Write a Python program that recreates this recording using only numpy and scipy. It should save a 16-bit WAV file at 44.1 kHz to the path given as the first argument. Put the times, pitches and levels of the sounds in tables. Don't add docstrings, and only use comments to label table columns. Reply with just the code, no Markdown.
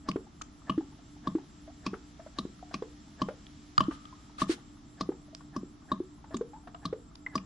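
import sys
import numpy as np
from scipy import signal
from scipy.fft import rfft, irfft, next_fast_len
from scipy.io import wavfile
from scipy.ndimage import uniform_filter1d

SR = 44100
rng = np.random.default_rng(int(sys.argv[2]) if len(sys.argv) > 2 else 0)


def transcribe(signal):
    frames = np.atleast_2d(signal).T
    limited = np.clip(frames, -1, 1)
    pcm = np.round(limited * 32767).astype(np.int16)
    wavfile.write(sys.argv[1], SR, pcm)


N = 328545
TIME = np.arange(N) / SR
AGE = np.arange(SR // 6) / SR


def from_db(db):
    return 10 ** (np.asarray(db) / 20)


def rms_one(x):
    return x / np.sqrt(np.mean(x ** 2) + 1e-20)


def at_hz(points, hz):
    f, value = np.transpose(points)
    return np.interp(np.log(np.maximum(hz, 1)), np.log(f), value)


def add(track, s, sound):
    start = max(0, round(s * SR))
    part = sound[..., :N - start]
    track[..., start:start + part.shape[-1]] += part


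def place(x, pan_db, lag_s):
    return np.array([x * from_db(pan_db / 2), np.interp(TIME - lag_s, TIME, x) * from_db(-pan_db / 2)])


def noise(gain_at, likeness):
    size = next_fast_len(N)
    hz = np.arange(size // 2 + 1) * SR / size
    mid, side = rfft(rng.standard_normal((2, size)))
    alike = np.clip(at_hz(likeness, hz) if np.ndim(likeness) else likeness, -1, 1)
    pair = np.sqrt(1 + alike) * mid + np.sqrt(1 - alike) * side * [[1], [-1]]
    return rms_one(irfft(pair * gain_at(hz), size)[:, :N])


def coloured(colour, likeness):
    return noise(lambda hz: from_db(at_hz(colour, hz)), likeness)


def ping(db, hz, glide, length, rise_s):
    swell = (1 - np.exp(-AGE / rise_s)) * np.exp(-(AGE / length) ** 2)
    return from_db(db) * swell * np.sin(2 * np.pi * hz * (AGE + glide * AGE ** 2 / 2))


def snaps(decay_s, rise_s, grain_db):
    jitter = rms_one(uniform_filter1d(rng.standard_normal(len(AGE)), size=24))
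    grain = rms_one(from_db(grain_db * jitter))
    return grain * np.exp(-AGE / decay_s) * (1 - np.exp(-(AGE / rise_s) ** 2))


# f/Hz, likeness from 0 to 1
ROOM_LIKENESS = [(25, 0.7), (60, 0.96), (300, 0.9), (550, 0), (900, 0), (1500, 0), (3300, 0.72),
                 (5500, 0.087), (12000, 0)]
def wavering_tone(centre_hz, width_hz):
    return noise(lambda hz: 1 / (1 + (2 * (hz - centre_hz) / width_hz) ** 2), ROOM_LIKENESS)


# f/Hz, level/dB
RUMBLE_COLOUR = [(20, -11), (55, 3.5), (100, -4), (160, -2.5), (250, -2), (350, -10), (500, -22.5),
                 (800, -17.5), (1000, -20.5), (1250, -18), (1600, -28.5), (2500, -45.5)]
HISS_COLOUR = [(900, -10), (1800, 0.5), (2600, -4), (3400, -1), (4500, -3.5), (5700, -1), (6800, -6),
               (7500, -6.5), (8700, -25), (10000, -10.5), (11000, -39.5), (14500, -70)]
# t/s, level/dB before hiss_gain_db
HISS_SWELL = [(0.0, -70), (0.18, -70), (0.8, -67), (4.07, -64.5), (4.79, -68.5), (7.2, -72)]
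# f/Hz, width/Hz, level/dB
FAN_TONES = [(58.3, 5.4, -72.5), (144.4, 3.6, -68.5), (297, 7.6, -65.5), (645.5, 23, -76), (1333, 15, -77)]
def background(rumble_db=-54.0, hiss_gain_db=2.0, blade_hz=295, blade_db=-59.5):
    rumble = from_db(rumble_db) * coloured(RUMBLE_COLOUR, ROOM_LIKENESS)
    hiss_db = np.interp(TIME, *np.transpose(HISS_SWELL)) + hiss_gain_db
    hiss = from_db(hiss_db) * coloured(HISS_COLOUR, ROOM_LIKENESS)
    blades = from_db(blade_db) * rms_one(np.sin(2 * np.pi * blade_hz * TIME))
    hum = sum(from_db(db) * wavering_tone(hz, width) for hz, width, db in FAN_TONES)
    return rumble + hiss + blades + hum


# f/Hz, width/Hz, level/dB before being cut into chirps
SLOW_INSECT_TONES = [(7456, 360, -71)]
FAST_INSECT_TONES = [(10210, 510, -76.5), (13850, 450, -79.5)]
def insect(tones, chirps_per_s, fullness, sweep_hz, pace_wander=0.09):
    drift = np.interp(TIME, np.arange(64), rng.standard_normal(64))
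    turn = 2 * np.pi * np.cumsum(chirps_per_s * (1 + pace_wander * drift)) / SR
    chirp = np.sqrt(np.clip(fullness + np.cos(turn), 0, 1))
    bend = np.exp(2j * np.pi * np.cumsum(sweep_hz * np.sin(turn)) / SR)
    tone = sum(from_db(db) * wavering_tone(hz, width) for hz, width, db in tones)
    return chirp * np.real(signal.hilbert(tone, next_fast_len(N))[:, :N] * bend)


# f/Hz, time to fade by 60 dB/s
GARAGE_FADE = [(150, 0.66), (400, 0.22), (1200, 0.48), (4000, 1), (12000, .25)]
def reverb(x, bay_db=-12, bay_fade_s=0.26, bay_soak_hz=3500, garage_db=-19, delay_s=0.015):
    t = TIME[:SR]
    scatter = coloured([(100, 0.0066), (10000, 0.0061)], [(300, 0.96), (1200, 0.73), (4000, 0.11)])
    edges_hz = np.geomspace(80, 16000, num=9)
    tail = 0
    for low, high in zip(edges_hz, edges_hz[1:]):
        band = signal.sosfilt(signal.butter(2, [low, high], "band", fs=SR, output="sos"), scatter[:, :SR])
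        hz = np.sqrt(low * high)
        bay_ring_s = bay_fade_s / np.hypot(1, hz / bay_soak_hz)
        for db, fade_s in (bay_db, bay_ring_s), (garage_db, at_hz(GARAGE_FADE, hz)):
            decay = from_db(-60 * t / fade_s) * (t > delay_s)
            tail = tail + band * from_db(db) * decay / np.linalg.norm(decay)
    return signal.fftconvolve(x, tail, axes=1)[:, :N]


# delay/s, level/dB
WALL_ECHOES = [(0.0216, -21.5), (0.047, -26)]
def wall_echo(x, dull_hz=1500):
    dull = signal.sosfilt(signal.butter(2, dull_hz, fs=SR, output="sos"), x.mean(axis=0))
    return sum(from_db(db) * np.interp(TIME - delay, TIME, dull) for delay, db in WALL_ECHOES)


# t/s, level/dB, half length/s
SLEEVE_STROKES = [(3.936, -55, 0.027), (4.415, -38, 0.021), (4.517, -37, 0.024)]
# f/Hz, level/dB
CLOTH_COLOUR = [(700, -6.5), (1300, 4.5), (2500, 0.5), (4000, 1), (6000, -3.5), (9800, -9.5), (11200, -14),
                (15000, -14)]
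def sleeve():
    stroke = sum(from_db(db) * np.exp(-((TIME - s) / length) ** 2) for s, db, length in SLEEVE_STROKES)
    return stroke * coloured(CLOTH_COLOUR, likeness=0.19)


# t/s, relative click level/dB, relative ring level/dB, crease f/Hz
BOTTLE_TICKS = [(0.1132, -35, -56, 2540), (0.415, -27, -38.5, 6360), (0.7192, -42.5, -41, 2810),
                (3.466, -45, -96, 3370), (3.8363, -39, -53, 4230), (4.052, -45, -44, 3230),
                (4.3825, -33.5, -37, 3760), (5.347, -35.5, -53, 5300), (6.3674, -29.5, -66, 6850),
                (6.745, -43, -41, 2900), (7.1531, -37.5, -67, 5130), (7.3781, -28, -47, 2430)]
# f/Hz, level/dB
PLASTIC_COLOUR = [(500, 0.5), (1500, 4), (2300, 0.5), (3200, 4.5), (4700, -1.5), (5700, -22), (7000, -6),
                  (9500, -22), (11000, -41), (15000, -32)]
def bottle_ticks(click_gain_db=-2.5, crease_db=5, crease_q=7, ring_gain_db=7, ring_hz=1235):
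    clicks, ring = np.zeros((2, N)), np.zeros(N)
    plastic = coloured(PLASTIC_COLOUR, likeness=0.37)
    for s, db, ring_db, crease_hz in BOTTLE_TICKS:
        plastic = np.roll(plastic, len(AGE), axis=1)
        click = plastic[:, :len(AGE)] * snaps(decay_s=0.003, rise_s=0.0011, grain_db=7.5)
        crease = signal.lfilter(*signal.iirpeak(crease_hz, crease_q, fs=SR), click)
        crease *= np.linalg.norm(click) / np.linalg.norm(crease)
        add(clicks, s, from_db(db + click_gain_db) * (click + from_db(crease_db) * crease) / 2)
        tone = ping(ring_db + ring_gain_db, ring_hz, glide=1, length=0.0074, rise_s=0.0028)
        add(ring, s + 0.00088, tone)
    return clicks + place(ring, pan_db=2.5, lag_s=-0.00036)


KNOCK_S = 3.7792
def case_knock(click_db=-17, left_thud_db=-7):
    click, ring, thud = np.zeros((3, N))
    add(click, KNOCK_S, from_db(click_db) * snaps(decay_s=0.002, rise_s=0.0005, grain_db=2))
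    add(ring, KNOCK_S, ping(db=-8, hz=1260, glide=-3, length=0.0068, rise_s=0.00076))
    add(thud, KNOCK_S + 0.0024, ping(db=-19.5, hz=150, glide=-5, length=0.015, rise_s=0.0018))
    out = click * coloured(PLASTIC_COLOUR, likeness=0.18) + place(ring, pan_db=0.5, lag_s=-0.00034)
    add(out, KNOCK_S, ping(db=-17, hz=4600, glide=0, length=0.0015, rise_s=0.00056))
    return out + np.array([-from_db(left_thud_db) * thud, thud])


def lingering_ring(db=-54, hz=1240, width_hz=110, decay_s=0.31):
    since = TIME - KNOCK_S
    return from_db(db) * (since > 0) * np.exp(-np.abs(since) / decay_s) * wavering_tone(hz, width_hz)


# f/Hz, level/dB
SQUELCH_COLOUR = [(400, 3.5), (640, -0.5), (900, 3.5), (1200, 3), (1700, -1.5), (2300, -12), (3200, -16),
                  (4500, -20.5), (8000, -33), (12000, -60)]
def pops(rows, rise_s, smack_gain_db, smack_s):
    tone, smack = np.zeros((2, N))
    for s, db, hz, glide, length, smack_db in rows:
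        add(tone, s, ping(db, hz, glide, length, rise_s))
        add(smack, s, from_db(smack_db + smack_gain_db) * snaps(smack_s, rise_s=0.0022, grain_db=1.5))
    return tone + smack * coloured(SQUELCH_COLOUR, likeness=0.54)


# t/s, level/dB, f/Hz,
# length/s, relative smack level/dB
CLEAR_BUBBLES = [(0.413, -33, 1260, 0.0035, -60), (0.808, -41, 800, 0.0077, -62),
                 (1.384, -41, 830, 0.005, -59), (1.677, -44.5, 625, 0.018, -61),
                 (1.9404, -30.5, 1340, 0.0033, -50.5), (2.195, -42.5, 633, 0.018, -58.5),
                 (2.2634, -40, 603, 0.01, -59), (2.627, -38.5, 710, 0.01, -75),
                 (2.711, -43.5, 680, 0.008, -55.5), (3.286, -36.5, 810, 0.006, -50.5),
                 (3.307, -40, 584, 0.015, -77), (3.909, -43, 1144, 0.018, -45.5),
                 (4.1265, -44.5, 1010, 0.012, -68), (5.118, -44, 790, 0.0071, -58),
                 (5.33, -49.5, 630, 0.018, -78), (5.407, -48, 1090, 0.008, -59),
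                 (6.242, -43.5, 870, 0.006, -59.5), (6.307, -45.5, 615, 0.025, -58),
                 (6.5332, -44, 820, 0.032, -59.5), (6.672, -43.5, 698, 0.012, -52.5),
                 (6.745, -46, 664, 0.018, -58), (7.264, -26.5, 2010, 0.007, -51.5)]
def small_bubbles(glide=3.9, faint_count=35, faint_db=-50, faint_smack_db=-66, faint_cycles=6.1):
    rows = [(s, db, hz, glide, length, smack_db) for s, db, hz, length, smack_db in CLEAR_BUBBLES]
    for when, weakness, pitch in rng.random((faint_count, 3)):
        s = when * TIME[-1]
        hz = 580 * 2.2 ** pitch
        drop_db = 12 * weakness
        rows.append((s, faint_db - drop_db, hz, glide, faint_cycles / hz, faint_smack_db - drop_db))
    lean_left = from_db([[0.7], [-0.7]])
    return pops(rows, rise_s=0.00032, smack_gain_db=9.5, smack_s=0.011) * lean_left


# t/s, level/dB, f/Hz, glide/(1/s), length/s, relative smack level/dB
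BIG_BUBBLES = [(0.159, -16, 354, -24, 0.0043, -48.5), (0.778, -18, 298, 5.5, 0.016, -53),
               (1.351, -18.0, 303, 6, 0.015, -53.5), (1.932, -25.5, 316, 55, 0.0055, -52),
               (2.452, -22, 293, -17, 0.0036, -63), (2.822, -23.5, 393, 31, 0.0072, -48.5),
               (3.285, -29, 430, 25, 0.012, -47), (3.883, -19, 271, 16.5, 0.013, -73),
               (4.495, -17, 324, 2.5, 0.015, -53), (5.09, -16.5, 347, -4, 0.0066, -54.5),
               (5.632, -28, 333, -20, 0.006, -74), (6.002, -22, 324, 9, 0.0094, -72),
               (6.41, -22.5, 403, 19, 0.011, -53), (6.927, -22, 386, 42, 0.0084, -49)]
def plops(wobble_delay_s=0.01114, wobble_db=-13, wobble_pitch=1.1):
    out = pops(BIG_BUBBLES, rise_s=0.001, smack_gain_db=13, smack_s=0.0064)
    for s, db, hz, *_ in BIG_BUBBLES:
        new_hz = hz * wobble_pitch * rng.uniform(0.85, 1.15)
        add(out, s + wobble_delay_s, ping(db + wobble_db, new_hz, glide=10, length=0.009, rise_s=0.0032))
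    return out


# t/s, thump level/dB, thump f/Hz, air ring level/dB, snap level/dB, snap f/Hz, fizz level/dB
AIR_GULPS = [(0.086, -26, 204, -32, -35.5, 4720, -44.5), (0.695, -25, 210, -28.5, -32, 2870, -71),
             (1.271, -25.5, 207, -31, -41.5, 3630, -54.5), (1.863, -27, 216, -36.5, -34.5, 2530, -42.5),
             (2.385, -29.5, 226, -35, -30.5, 3920, -45.5), (2.74, -32.5, 218, -36, -36.5, 2500, -43.5),
             (3.216, -24, 210, -29, -38.5, 3110, -45), (3.804, -24.5, 211, -23.5, -30, 2990, -45.5),
             (4.417, -24, 212, -25, -38, 3610, -68), (5.008, -29.5, 206, -33, -37.5, 4170, -42.5),
             (5.562, -28, 225, -37.5, -44, 5370, -54), (5.916, -26, 222, -26.5, -35.5, 3840, -68),
             (6.342, -27, 248, -39.5, -42, 3700, -53), (6.852, -29, 182, -35.5, -34, 4000, -51),
             (7.353, -26.5, 221, -29, -34, 5000, -47)]
def sucks(lead_s=0.015, half_length_s=0.016, gain_db=-33, high_hz=1700, low_hz=680, width_hz=260):
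    draw = sum(from_db(db) * np.exp(-((TIME - s + lead_s) / half_length_s) ** 2)
               for s, db, *_ in AIR_GULPS)
    breath = wavering_tone(high_hz, width_hz) + wavering_tone(low_hz, width_hz)
    return from_db(gain_db) * draw * breath[0]


# f/Hz, level/dB
TEAR_COLOUR = [(600, 5.5), (1700, -4.5), (2400, -6), (3300, -2.5), (5000, 2.5), (6500, -9), (9500, -25),
               (11000, -44), (15000, -58)]
def film_tears(fizz_gain_db=11, snap_gain_db=7, squelch_gain_db=-23, strain_gain_db=-3,
               delay_s=0.000974, squelch_s=0.017, strain_s=0.0062, ring_q=15):
    fizz, ring, squelch = np.zeros((3, N))
    for s, thump_db, _, _, snap_db, snap_hz, fizz_db in AIR_GULPS:
        tear_s = s + delay_s
        tear = snaps(decay_s=0.0063, rise_s=0.00068, grain_db=-1.5)
        add(fizz, tear_s, from_db(fizz_db + fizz_gain_db) * tear)
        crackle = tear * rng.standard_normal(len(AGE))
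        tone = signal.lfilter(*signal.iirpeak(snap_hz, ring_q, fs=SR), crackle)
        tone *= np.linalg.norm(tear) / np.linalg.norm(tone)
        add(ring, tear_s, from_db(snap_db + snap_gain_db) * tone / 2)
        time_left = tear_s - TIME[TIME < tear_s]
        add(squelch, 0, from_db(thump_db + squelch_gain_db) * np.exp(-time_left / squelch_s))
        add(fizz, 0, from_db(fizz_db + strain_gain_db) * np.exp(-time_left / strain_s))
    return (place(ring, pan_db=1.0, lag_s=-0.00003) + fizz * coloured(TEAR_COLOUR, likeness=0.86)
            + squelch * coloured(SQUELCH_COLOUR, likeness=0.8))


# delay/s, relative level/dB, times the thump pitch, glide/(1/s), mean length/s
OIL_TONES = [(0.0014, 2, 1.35, -12.5, 0.0067), (0.01144, -2.5, 1.0, -4.5, 0.019),
             (0.0023, -16, 1.55, 2, 0.019), (0.0027, -14.5, 0.7, -1, 0.026), (0.046, -12.5, 0.9, -4, 0.02)]
# delay/s, relative level/dB, mean f/Hz, glide/(1/s), length/s
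AIR_TONES = [(0.00055, 11, 1074, 9.56, 0.0077), (0.00043, -5.5, 1650, 9.9, 0.0042),
             (0.00399, -17, 1190, 1, 0.031), (0.00036, -11.5, 601, 3.33, 0.019)]
def gulps():
    thump, air = np.zeros((2, N))
    for s, thump_db, thump_hz, air_db, *_ in AIR_GULPS:
        for delay, db, multiple, glide, length in OIL_TONES:
            length *= rng.uniform(0.88, 1.12)
            add(thump, s + delay, ping(thump_db + db, thump_hz * multiple, glide, length, rise_s=0.0006))
        detune = rng.uniform(0.975, 1.025)
        for delay, db, hz, glide, length in AIR_TONES:
            add(air, s + delay, ping(air_db + db, hz * detune, glide, length, rise_s=0.0023))
    return place(thump, pan_db=0.2, lag_s=0.00001) + place(air, pan_db=3.5, lag_s=-0.000091)


def scene():
    pour = sucks() + gulps() + film_tears() + plops() + small_bubbles()
    close = pour + bottle_ticks() + sleeve() + case_knock()
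    insects = (insect(SLOW_INSECT_TONES, chirps_per_s=4.4, fullness=0.62, sweep_hz=70)
               + insect(FAST_INSECT_TONES, chirps_per_s=6.3, fullness=0.12, sweep_hz=50))
    return close + reverb(close) + wall_echo(close) + lingering_ring() + background() + insects


def record(dry, dull_hz=10480, leak_db=-16.5, cutoff_hz=15600):
    leak = from_db(leak_db)
    dull = signal.sosfiltfilt(signal.butter(10, dull_hz, fs=SR, output="sos"), dry)
    softened = (1 - leak) * dull + leak * dry
    return signal.sosfilt(signal.cheby2(12, 60, cutoff_hz, fs=SR, output="sos"), softened)


dry = scene()
out = record(dry)
transcribe(out)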